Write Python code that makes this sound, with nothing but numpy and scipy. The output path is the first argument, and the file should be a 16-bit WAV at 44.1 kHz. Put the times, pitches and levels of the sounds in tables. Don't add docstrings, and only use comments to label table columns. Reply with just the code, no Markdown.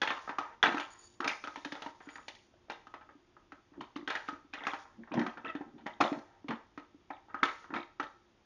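import sys
import numpy as np
from scipy import signal
from scipy.fft import rfft, irfft
from scipy.io import wavfile
from scipy.ndimage import uniform_filter1d

SR = 44100
rng = np.random.default_rng(int(sys.argv[2]) if len(sys.argv) > 2 else 0)


def dump(signal):
    limited = np.clip(np.atleast_2d(signal).T, -1, 1)
    pcm = np.round(limited * 32767).astype(np.int16)
    wavfile.write(sys.argv[1], SR, pcm)


N = 372644


def from_db(db):
    return 10 ** (np.asarray(db) / 20)

def unit_rms(x):
    return x / np.sqrt(np.mean(x ** 2) + 1e-20)

def butterworth(x, order, hz, kind):
    return signal.sosfilt(signal.butter(order, hz, kind, fs=SR, output="sos"), x)

def at_hz(table, hz, column=1):
    table = np.array(table)
    return np.interp(np.log(hz), np.log(table[:, 0]), table[:, column])

def coupling(hz, best_hz, octaves):
    return np.exp(-(np.log2(hz / best_hz) / octaves) ** 2)

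def impulses(start_s, gains):
    out = np.full(N, 1e-18)
    np.add.at(out, np.clip((np.asarray(start_s) * SR).astype(int), 0, N - 1), gains)
    return out

def ring(force, hz, t60_s):
    r, w = from_db(-60 / (t60_s * SR)), 2 * np.pi * hz / SR
    return signal.lfilter([0, np.sin(w)], [1, -2 * r * np.cos(w), r * r], force)

def decays(start_s, level_db, t60_s):
    return signal.lfilter([1], [1, -from_db(-60 / (t60_s * SR))], impulses(start_s, from_db(level_db)))

def grit(per_s, spread_db):
    sizes = from_db(spread_db * np.minimum(rng.exponential(1, N), 4)) * rng.choice([-1, 1], N)
    return unit_rms(sizes * (rng.random(N) < per_s / SR)) + 1e-18

def narrow_noise(bands):
    return sum(from_db(db) * unit_rms(ring(rng.standard_normal(N), hz, np.log(1000) / np.pi / width_hz))
               for hz, width_hz, db in bands)

def strokes(rows, knee, ends_db, glide=1):
    points = []
    for start_s, length_s, db, *rest in rows:
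        end_s, final = start_s + length_s, [*rest[:-1], *np.multiply(rest[-1:], glide)]
        points += [(start_s - .01, -120, *rest), (start_s, db + ends_db, *rest),
                   (start_s + knee * length_s, db, *rest),
                   (end_s, db + ends_db, *final), (end_s + .01, -120, *final)]
    times, *columns = np.transpose(points)
    return [np.interp(np.arange(N) / SR, times, column) for column in columns]

def pings(start_s, level_db, hz, rise_cycles, decay_cycles):
    samples = np.arange(SR // 40)
    cycles = samples / SR * hz[:, None]
    rise = np.sin(np.pi / 2 * np.minimum(cycles / rise_cycles, 1)) ** 2
    fall = from_db(level_db[:, None] - 60 * np.maximum(cycles - rise_cycles, 0) / decay_cycles)
    out = np.zeros(N + SR)
    np.add.at(out, (start_s * SR).astype(int)[:, None] + samples, np.sin(2 * np.pi * cycles) * rise * fall)
    return out[:N]


# pitch_hz, width_hz, level_db
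HUM_BANDS = [(88, 18, -80.5), (353.4, 8.8, -76.5)]

def hum():
    return narrow_noise(HUM_BANDS)

# frequency_hz, relative_density_db
HISS_SPECTRUM = [(18, -31), (30, -4), (62, -8), (100, -5), (140, -10), (340, -6), (450, -14), (1000, -15),
                 (1600, -20), (3150, -24), (7200, -31), (9360, -61), (15800, -120)]

def hiss():
    hz = np.maximum(np.arange(N // 2 + 1) * SR / N, 1)
    spectrum = rfft(rng.standard_normal(N)) * from_db(at_hz(HISS_SPECTRUM, hz))
    return from_db(-69) * unit_rms(irfft(spectrum, N))

def rounded_contact(x):
    return butterworth(x, 3, 2400, "low")

# pitch_hz, level_db, t60_s
WALL_MODES = [(594, -15.5, 0.03), (622, -6, 0.045), (798, 0, 0.057), (876, -1, 0.054), (910, -4, 0.027),
              (1055.4, -6, 0.06), (1185, -5, 0.032), (1268.6, -1.5, 0.046), (1312, -1.5, 0.048),
              (1389, -11, 0.0056), (1569.4, 1, 0.031), (1680, -6, 0.053), (1807.7, -3.5, 0.041),
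              (1946, 0, 0.017), (2100, 1.5, 0.012), (2330, -2, 0.0033), (2440, -9.5, 0.014),
              (2527, -8.5, 0.024), (2890, -14.5, 0.022), (3070, -15.5, 0.022), (3270, -17.5, 0.0058),
              (3640, -26, 0.0083), (4160, -14.5, 0.017)]

def wall(force):
    low = high = 0
    for k, (hz, level_db, t60_s) in enumerate(WALL_MODES):
        edge_share = np.clip(np.log2(hz / 1800) / 0.98, 0, 1)
        mode = from_db(level_db) * ring(force(k, hz, edge_share), hz, t60_s)
        if edge_share > 0:
            high += mode
        else:
            low += mode
    return rounded_contact(low) + high

# pitch_hz, level_db, t60_s
CAVITY_MODES = [(156, -27, 0.0017), (190, -11.5, 0.0014), (225, -18, 0.071), (292.7, 1.5, 0.14),
                (348.5, -4, 0.15), (457, -29, 0.001), (570, -11.5, 0.019)]

def cavity(force):
    return sum(ring(force(k, hz, db), hz, t60_s) for k, (hz, db, t60_s) in enumerate(CAVITY_MODES))

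# start_s, level_db, spot_pitch_hz, hard_edge_db, chatter_db
ICE_KNOCKS = [(0.0165, -13.5, 1580, -7, -12), (0.031, -23.5, 1060, -5.5, -8),
              (0.075, -23, 1780, -8.5, -9.5), (0.104, -17.5, 1130, -13.5, -11),
              (0.173, -32, 1100, -16.5, -13), (0.275, -35.5, 1250, -38.5, -5),
              (0.292, -22, 1220, -19.5, -11.5), (0.384, -15.5, 1207, -12, -20.5),
              (0.412, -29, 880, -24, -31), (0.628, -11.5, 1570, -7, -8), (0.6367, -7, 1325, -28, -32.5),
              (0.648, -22.5, 1500, -11, -18), (0.657, -17.5, 1310, -14.5, -5.5),
              (0.722, -29, 1580, -8, -10), (0.745, -24, 900, -12, -16), (0.771, -21, 1360, -12, -41),
              (0.781, -24.5, 1530, -11.5, -19), (0.798, -27.5, 880, -3.5, -13),
              (1.204, -18.5, 1260, -12, -26), (1.243, -21.5, 1340, -8.5, -12), (1.276, -21, 1650, 5, -22.5),
              (1.296, -33.5, 930, -6.5, -3), (1.439, -29.5, 1300, -7.5, -11),
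              (1.473, -22.5, 1350, -13.5, -22), (1.558, -30, 940, -6, -11.5), (1.648, -25, 1680, -6, -18),
              (1.721, -27, 1760, -3, -16), (1.752, -38, 840, -8, -6), (1.82, -32, 790, -1.5, -9),
              (1.861, -29, 980, -13, -12), (2.004, -43.5, 1100, -24, -1.5), (2.088, -38, 1820, -7, -12.5),
              (2.156, -30.5, 1790, -11, -21), (2.182, -36, 1170, -42, -14.5),
              (2.281, -32.5, 740, 3.5, -13.5), (2.351, -49, 1785, 5, -24), (2.538, -52, 630, -22, -23),
              (2.683, -51, 643, -25, -13), (2.699, -31, 943, -5, -4.5), (2.716, -43, 910, 0.5, -25),
              (2.869, -36, 1240, -13, -24), (2.939, -30.5, 1146, -16, -12), (3.01, -42, 874, -22, -6.5),
              (3.09, -38, 1264, -32, -13.5), (3.366, -40.5, 1260, -32, -18), (3.52, -34, 1330, -16.5, -17),
              (3.557, -49, 1354, -20, -34), (3.809, -29.5, 1050, -10, -14), (3.962, -29, 1160, -8, -20),
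              (4.076, -20.5, 1680, -10, -18.5), (4.101, -25.5, 1670, -3, -9),
              (4.152, -23.5, 1710, -5.5, -12), (4.286, -22, 1290, -13, -26),
              (4.5355, -26.5, 1810, -7.5, -11.5), (4.555, -44, 2080, -14, -21.5),
              (4.577, -33, 1320, -29, -23), (4.606, -31, 2000, -34, -17), (4.637, -35, 790, -10, -9),
              (4.652, -28, 1940, -25, -33), (4.668, -15, 1260, -11.5, -27), (4.681, -22.5, 1900, -21, -20),
              (4.734, -26.5, 1210, -13.5, -9), (4.852, -44, 1190, -36, -17), (5.035, -38.5, 1770, -32, -20),
              (5.074, -44, 1230, -44, -7), (5.116, -32, 1110, -24.5, -19), (5.14, -26, 630, -8, -28),
              (5.172, -31.5, 880, -39, -5.5), (5.192, -22, 1780, -11, -22), (5.214, -26, 1740, -22, -7.5),
              (5.264, -20.5, 1200, -15, -15.5), (5.372, -32.5, 1480, -22, -9),
              (5.446, -36.5, 1290, -22, -1.5), (5.461, -34.5, 1310, -38, -6),
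              (5.551, -33, 1570, -15.5, -11.5), (5.611, -37.5, 836, -25.5, -10.5),
              (5.859, -50, 844, -24, 8.5), (5.864, -23.5, 797, -11.5, -18.5), (6.003, -18.5, 750, -16, -21),
              (6.006, -18.5, 990, -7.5, -12.5), (6.0102, -8.5, 1170, -11.5, -21),
              (6.048, -18.5, 600, -38, -17), (6.126, -31.5, 600, -14, -10), (6.187, -41, 625, -3.5, -28),
              (6.442, -48.5, 920, -14, -31), (6.483, -32.5, 1093, -10.5, -3.5),
              (6.506, -24.5, 1130, -14.5, -8.5), (6.776, -33, 1360, -11.5, -10.5),
              (7.104, -27, 860, -27.5, -14.5), (7.129, -49.5, 775, -29, -23),
              (7.284, -51.5, 900, -30.5, -10.5), (7.3, -42.5, 1310, -41.5, -22),
              (7.344, -20, 1275, -27, -19), (7.378, -42.5, 1330, -47.5, -21), (7.404, -40, 1400, -46, -14),
              (7.431, -7, 1366, -14, -21), (7.451, -33.5, 905, 2, -14), (7.465, -36.5, 1330, -6, -20.5),
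              (7.483, -39, 1330, -10, -28), (7.511, -34.5, 1330, -13, -22.5), (7.642, -35, 1300, -28, -23),
              (7.704, -34.5, 1320, -33, -10.5), (7.738, -24, 1270, -19, -12.5),
              (7.755, -30, 1900, -14, -14.5), (7.757, -38, 1810, -18, -5.5), (7.76, -33, 2000, -22, -14),
              (7.764, -30.5, 1620, -22, -29), (7.77, -28, 855, -21, -25.5), (7.779, -43.5, 870, -11, -32),
              (7.998, -16.5, 1278, -16.5, -15.5), (8.029, -38.5, 1370, -7.5, -8)]

def knocks(slips, splinters):
    start_s, level_db, spot_hz, edge_db, chatter_db = np.transpose(ICE_KNOCKS)
    scatter_db = 2.5 * rng.uniform(-2.1, 1, (len(start_s), len(WALL_MODES)))
    chance = rng.random((len(start_s), 6))
    contact_s = start_s[:, None] + .003 * chance[:, :3] * [0, 1, 1]
    contact_gain = from_db(-0.5 - 7 * np.arange(3)) * np.sign(chance[:, 3:] - .5)

    def force(k, hz, edge_share):
        spot_db = 9.9 * coupling(hz, spot_hz, 0.18) + scatter_db[:, k]
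        blow_db = level_db - 20 + spot_db + edge_share * (edge_db + 19)
        blows = (-1) ** k * impulses(contact_s, from_db(blow_db)[:, None] * contact_gain)
        chatter = decays(start_s, blow_db - 0.62 * spot_db + chatter_db - 10, 0.11)
        return blows + chatter * (np.roll(slips, 97 * k) + from_db(-6.5) * splinters)

    bright_db = level_db + edge_db
    swell = decays(start_s, bright_db - 6.5, 0.047) - decays(start_s, bright_db - 8, 0.0059)
    burst = butterworth(swell * rng.standard_normal(N), 2, [2500, 6000], "band")
    grains = rasp(slips + splinters, decays(start_s, bright_db + chatter_db + 2.5, 0.084))
    snap = pings(start_s, level_db - 4, spot_hz, rise_cycles=1.5, decay_cycles=10)
    boom = cavity(lambda k, hz, mode_db: impulses(start_s + 0.0017, from_db(level_db - 26 + mode_db)))
    return wall(force) + rounded_contact(boom + snap) + burst + grains

def rasp(roughness, envelope):
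    return butterworth(roughness * envelope, 3, [2800, 3900], "band")

# start_s, level_db, pitch_hz
ICE_CRACKS = [(0.0169, -18.5, 3400), (0.0737, -21, 2660), (0.1027, -24.5, 2840), (0.2773, -52, 2200),
              (0.2947, -42, 2450), (0.3835, -36, 2280), (0.628, -10, 3430), (0.7801, -26, 2570),
              (0.7976, -27.5, 2180), (1.2032, -44, 2640), (1.2446, -30, 2630), (1.278, -14.5, 2390),
              (1.4391, -32, 2400), (1.4726, -39, 2720), (1.5569, -36.5, 2160), (1.6477, -35, 2120),
              (1.7215, -58, 2320), (1.7529, -38, 2200), (1.8213, -52, 2350), (1.8607, -47, 2140),
              (2.0033, -47, 2330), (2.0896, -44, 2260), (2.1565, -41, 2350), (2.2812, -34.5, 2370),
              (2.3511, -42.5, 4110), (2.6978, -31.5, 2370), (2.8689, -52, 2790), (2.9397, -50, 2300),
              (3.5204, -55.5, 2120), (3.8067, -38.5, 3000), (3.9579, -36.5, 2840), (4.0751, -26, 3180),
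              (4.0981, -31, 2470), (4.152, -35, 2180), (4.2802, -38, 2200), (4.5306, -41, 2320),
              (4.5361, -28.5, 2400), (4.6364, -33, 3240), (4.6508, -38, 2100), (4.6678, -25, 2540),
              (4.7346, -40, 2170), (5.1188, -33.5, 2510), (5.1407, -35, 2380), (5.1931, -39, 3060),
              (5.2654, -34, 2280), (5.3727, -49, 2240), (5.448, -29, 2600), (5.5508, -38.5, 2460),
              (5.8646, -30.5, 2120), (6.0082, -17, 2430), (6.4842, -32, 2330), (6.5066, -44, 2200),
              (6.775, -44, 2200), (7.1023, -38, 2316), (7.3362, -49.5, 2070), (7.3427, -42, 2290),
              (7.43, -14.5, 2160), (7.7393, -29, 2510), (7.7623, -25.5, 2220), (7.9992, -33, 2330)]

def cracks():
    start_s, level_db, pitch_hz = np.transpose(ICE_CRACKS)
    lateness, smallness, height = np.moveaxis(rng.random((len(start_s), 14, 3)), 2, 0)
    shard_s = start_s[:, None] + .075 * lateness
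    shard_db = level_db[:, None] - 10 - 11 * lateness - 12 * smallness
    shard_hz = 1900 * (3900 / 1900) ** height
    shape = dict(rise_cycles=3.5, decay_cycles=34)
    shards = pings(shard_s.ravel(), shard_db.ravel(), shard_hz.ravel(), **shape)
    return pings(start_s, level_db - 6.5, pitch_hz, **shape) + shards

# start_s, length_s, level_db
TONGUE_LICKS = [(.02, 0.3, -66.5), (.74, 0.41, -74), (1.3, 0.61, -69), (1.95, 0.52, -76),
                (4.1, 0.23, -72.5), (4.65, 0.19, -67), (7.45, 0.21, -71)]

def licks():
    level_db, = strokes(TONGUE_LICKS, knee=0.34, ends_db=0)
    crackle = butterworth(grit(per_s=11000, spread_db=7), 2, [2800, 6800], "band")
    return from_db(level_db) * unit_rms(crackle)

def soft_contact(x):
    return signal.lfilter([.12], [1, -.88], x)

# start_s, level_db, pitch_hz
FOOT_BUMPS = [(0.024, -50, 299), (0.07, -41, 374), (0.29, -54, 294), (0.383, -59, 296), (0.631, -29, 374),
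              (0.743, -32.5, 296), (1.202, -32, 363), (1.26, -36, 300), (1.438, -53, 290),
              (1.574, -47, 287), (1.657, -39.5, 293), (1.724, -38.5, 304), (1.862, -43.5, 303),
              (2.072, -43, 281), (2.695, -47.5, 340), (2.938, -61.5, 290), (3.152, -53.5, 288),
              (3.524, -49.5, 290), (3.719, -52.5, 306), (3.779, -31, 256), (3.96, -36, 286),
              (4.027, -44, 302), (4.075, -42, 305), (4.286, -38.5, 293), (4.328, -42, 296),
              (4.447, -56.5, 296), (4.534, -54.5, 292), (4.615, -55, 295), (4.665, -52, 294),
              (4.734, -40, 310), (4.993, -45, 224), (5.12, -37.5, 291), (5.168, -14, 220),
              (5.255, -21, 186), (5.373, -53, 286), (5.444, -39, 319), (5.551, -32.5, 293),
              (5.608, -23, 250), (5.861, -23.5, 223), (6.005, -29, 288), (6.118, -27.5, 298),
              (6.444, -42.5, 296), (6.501, -28, 276), (6.776, -41, 289), (6.945, -51.5, 295),
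              (7.102, -50, 299.5), (7.341, -47, 284), (7.428, -32, 288), (7.704, -41.5, 301),
              (7.73, -35.5, 278), (7.762, -45, 280), (7.997, -41, 288)]

def bumps():
    start_s, level_db, pitch_hz = np.transpose(FOOT_BUMPS)
    rock_s, settled_db = .032, -13
    rocking = np.cumsum(impulses(start_s, 1) - impulses(start_s + rock_s, 1)) > .5
    freedom = uniform_filter1d((rocking | np.roll(rocking, -150)).astype(float), size=300)

    def force(k, hz, mode_db):
        return impulses(start_s, from_db(level_db - 19 + mode_db + 20.9 * coupling(hz, pitch_hz, 0.19)))

    return soft_contact(from_db(settled_db * (1 - freedom)) * cavity(force))

# start_s, length_s, level_db, brightness_db, spot_pitch_hz
ICE_SKIDS = [(.11, 0.23, -38, -6, 1160), (.275, 0.086, -33.5, -35, 1240), (.39, 0.16, -35, -7, 1030),
             (.67, 0.38, -41.5, 0.5, 1270), (1.21, 0.14, -29, -42, 1360), (1.73, 0.15, -43, -13, 1320),
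             (2.05, 0.14, -45, -0.5, 1520), (2.29, 0.063, -61, 6, 1102), (2.7, 0.18, -53, 8.5, 1003),
             (3.73, 0.053, -45.5, -22, 1170), (3.815, 0.077, -67, -5, 1310), (3.965, 0.039, -44, -9, 1484),
             (4.08, 0.29, -36.5, -2.5, 1730), (4.29, 0.16, -57.5, -8, 1280), (4.54, 0.065, -44, -4.5, 1950),
             (4.608, 0.031, -33, -28, 2000), (4.68, 0.29, -45.5, -23, 1220), (5.12, 0.14, -34, -13, 1050),
             (5.31, 0.089, -59, -3, 1103), (5.45, 0.14, -49, -7, 2020), (5.62, 0.15, -56.5, -16, 1470),
             (5.77, 0.054, -44, 4, 835), (5.87, 0.067, -63.5, -7, 960), (6.01, 0.39, -45, -15, 946),
             (6.49, 0.12, -49.5, -8, 1210), (7.29, 0.12, -44.5, -29, 1268),
             (7.372, 0.075, -45.5, -25, 1450), (7.45, 0.24, -42, 1.5, 1470),
             (7.72, 0.041, -47, -18.5, 1140)]

def skids(slips, splinters):
    level_db, bright_db, spot_hz = strokes(ICE_SKIDS, knee=0.1, ends_db=-10, glide=.8)

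    def force(k, hz, edge_share):
        drive_db = level_db - 43 + 10 * coupling(hz, spot_hz, .15) + edge_share * (bright_db + 5.5)
        return from_db(drive_db) * np.roll(slips, 97 * k)

    return wall(force) + rasp(slips + splinters, from_db(level_db + bright_db - 23.5))

# start_s, length_s, level_db, pitch_hz
BOWL_DRAGS = [(.63, 0.096, -35, 308), (.74, 0.053, -47, 314), (3.74, 0.14, -44.5, 289.4),
              (3.97, 0.035, -43, 301), (4.96, 0.082, -46.5, 204), (5.11, 0.18, -26, 239),
              (5.35, 0.059, -51, 255), (5.44, 0.077, -41.5, 293), (5.56, 0.41, -51, 270),
              (6.0, 0.059, -25, 275), (6.12, 0.1, -44.5, 276), (6.48, 0.059, -29.5, 240),
              (7.69, 0.14, -42, 288.3)]

def drags():
    level_db, pitch_hz = strokes(BOWL_DRAGS, knee=0.44, ends_db=-17)
    stutter = grit(per_s=230, spread_db=4)

    def force(k, hz, mode_db):
        drive_db = level_db - 42 - 0.36 * mode_db + 14 * coupling(hz, pitch_hz, 0.51)
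        return from_db(drive_db) * np.roll(stutter, 311 * k)

    return soft_contact(cavity(force))

# pitch_hz, width_hz, level_db
WHISTLE_RESONANCES = [(4600, 120, -10), (6845, 90, -3)]
# start_s, length_s, level_db
WHISTLE_PUFFS = [(.8, 0.04, -66), (.905, 0.032, -61), (.99, 0.088, -61.5), (2.02, 0.047, -72),
                 (2.1, 0.076, -66)]

def whistle():
    level_db, = strokes(WHISTLE_PUFFS, knee=0.14, ends_db=4)
    return from_db(level_db) * narrow_noise(WHISTLE_RESONANCES)

# start_s, length_s, level_db, slip_rate_hz
ICE_SQUEAKS = [(4.61, 0.033, -47, 690), (5.438, 0.088, -39, 663.5), (7.295, 0.017, -66.5, 676),
               (7.372, 0.015, -62, 770)]

def squeaks():
    level_db, slip_hz = strokes(ICE_SQUEAKS, knee=0.75, ends_db=-27.5, glide=0.88)
    wobble = 0.036 * unit_rms(uniform_filter1d(rng.standard_normal(N), size=150))
    slip_count = np.floor(np.cumsum(slip_hz * (1 + wobble)) / SR)
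    slips = np.diff(slip_count, prepend=0) * from_db(rng.normal(0, 2.5, N))
    tone = (ring(slips, 1360, 0.0055) - from_db(-4) * ring(slips, 2030, 0.0056)
            + from_db(-12.5) * ring(slips, 2680, 0.012))
    return from_db(level_db) * unit_rms(tone)

# frequency_hz, t60_s, level_db
ROOM_DECAY = [(99.1, 0.074, -7), (292.6, 0.22, -2), (643, 0.35, 4), (1590, 0.36, -2), (3564, 0.32, -2.5),
              (7050, 0.6, -2)]

def room(x):
    first_wall_s, tail = 0.0053, 0
    t = np.arange(SR // 2) / SR
    edges_hz = 60 * 2 ** np.arange(0, 8, .5)
    for low, high in zip(edges_hz, edges_hz[1:]):
        band = butterworth(rng.standard_normal(len(t)), 2, [low, high], "band")
        hz = np.sqrt(low * high)
        tail += band * from_db(at_hz(ROOM_DECAY, hz, column=2) - 60 * t / at_hz(ROOM_DECAY, hz))
    tail *= np.clip(t / first_wall_s - 1, 0, 1)
    return signal.fftconvolve(x, tail / np.sqrt(np.sum(tail ** 2)))[:N]

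def scene():
    slips, splinters = grit(per_s=1500, spread_db=4.5), grit(per_s=300, spread_db=5)
    ice = knocks(slips, splinters) + cracks() + skids(slips, splinters) + squeaks()
    direct = ice + bumps() + drags() + licks() + whistle()
    direct = butterworth(direct, 3, 165, "high")
    return (direct + from_db(-10) * room(direct) + hum() + hiss())[None]

# frequency_hz, width_hz, gain_db
PORT_RESONANCES = [(3500, 700, 3), (4100, 400, -5)]

def record(dry):
    band_hz, mirror_hz, cutoff_hz = 7750, 8000, 11000
    for hz, width_hz, db in PORT_RESONANCES:
        dry = dry + (from_db(db) - 1) * signal.lfilter(*signal.iirpeak(hz, hz / width_hz, fs=SR), dry)
    narrow = signal.sosfilt(signal.cheby2(12, 50, band_hz, fs=SR, output="sos"), dry)
    folded = narrow * np.cos(4 * np.pi * mirror_hz * np.arange(N) / SR)
    image_band = signal.cheby2(10, 70, [mirror_hz, cutoff_hz + 600], "band", fs=SR, output="sos")
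    image = from_db(-7.5) * signal.sosfilt(image_band, folded)
    return signal.sosfilt(signal.cheby2(12, 60, cutoff_hz, fs=SR, output="sos"), narrow + image)


dry = scene()
out = record(dry)
dump(out)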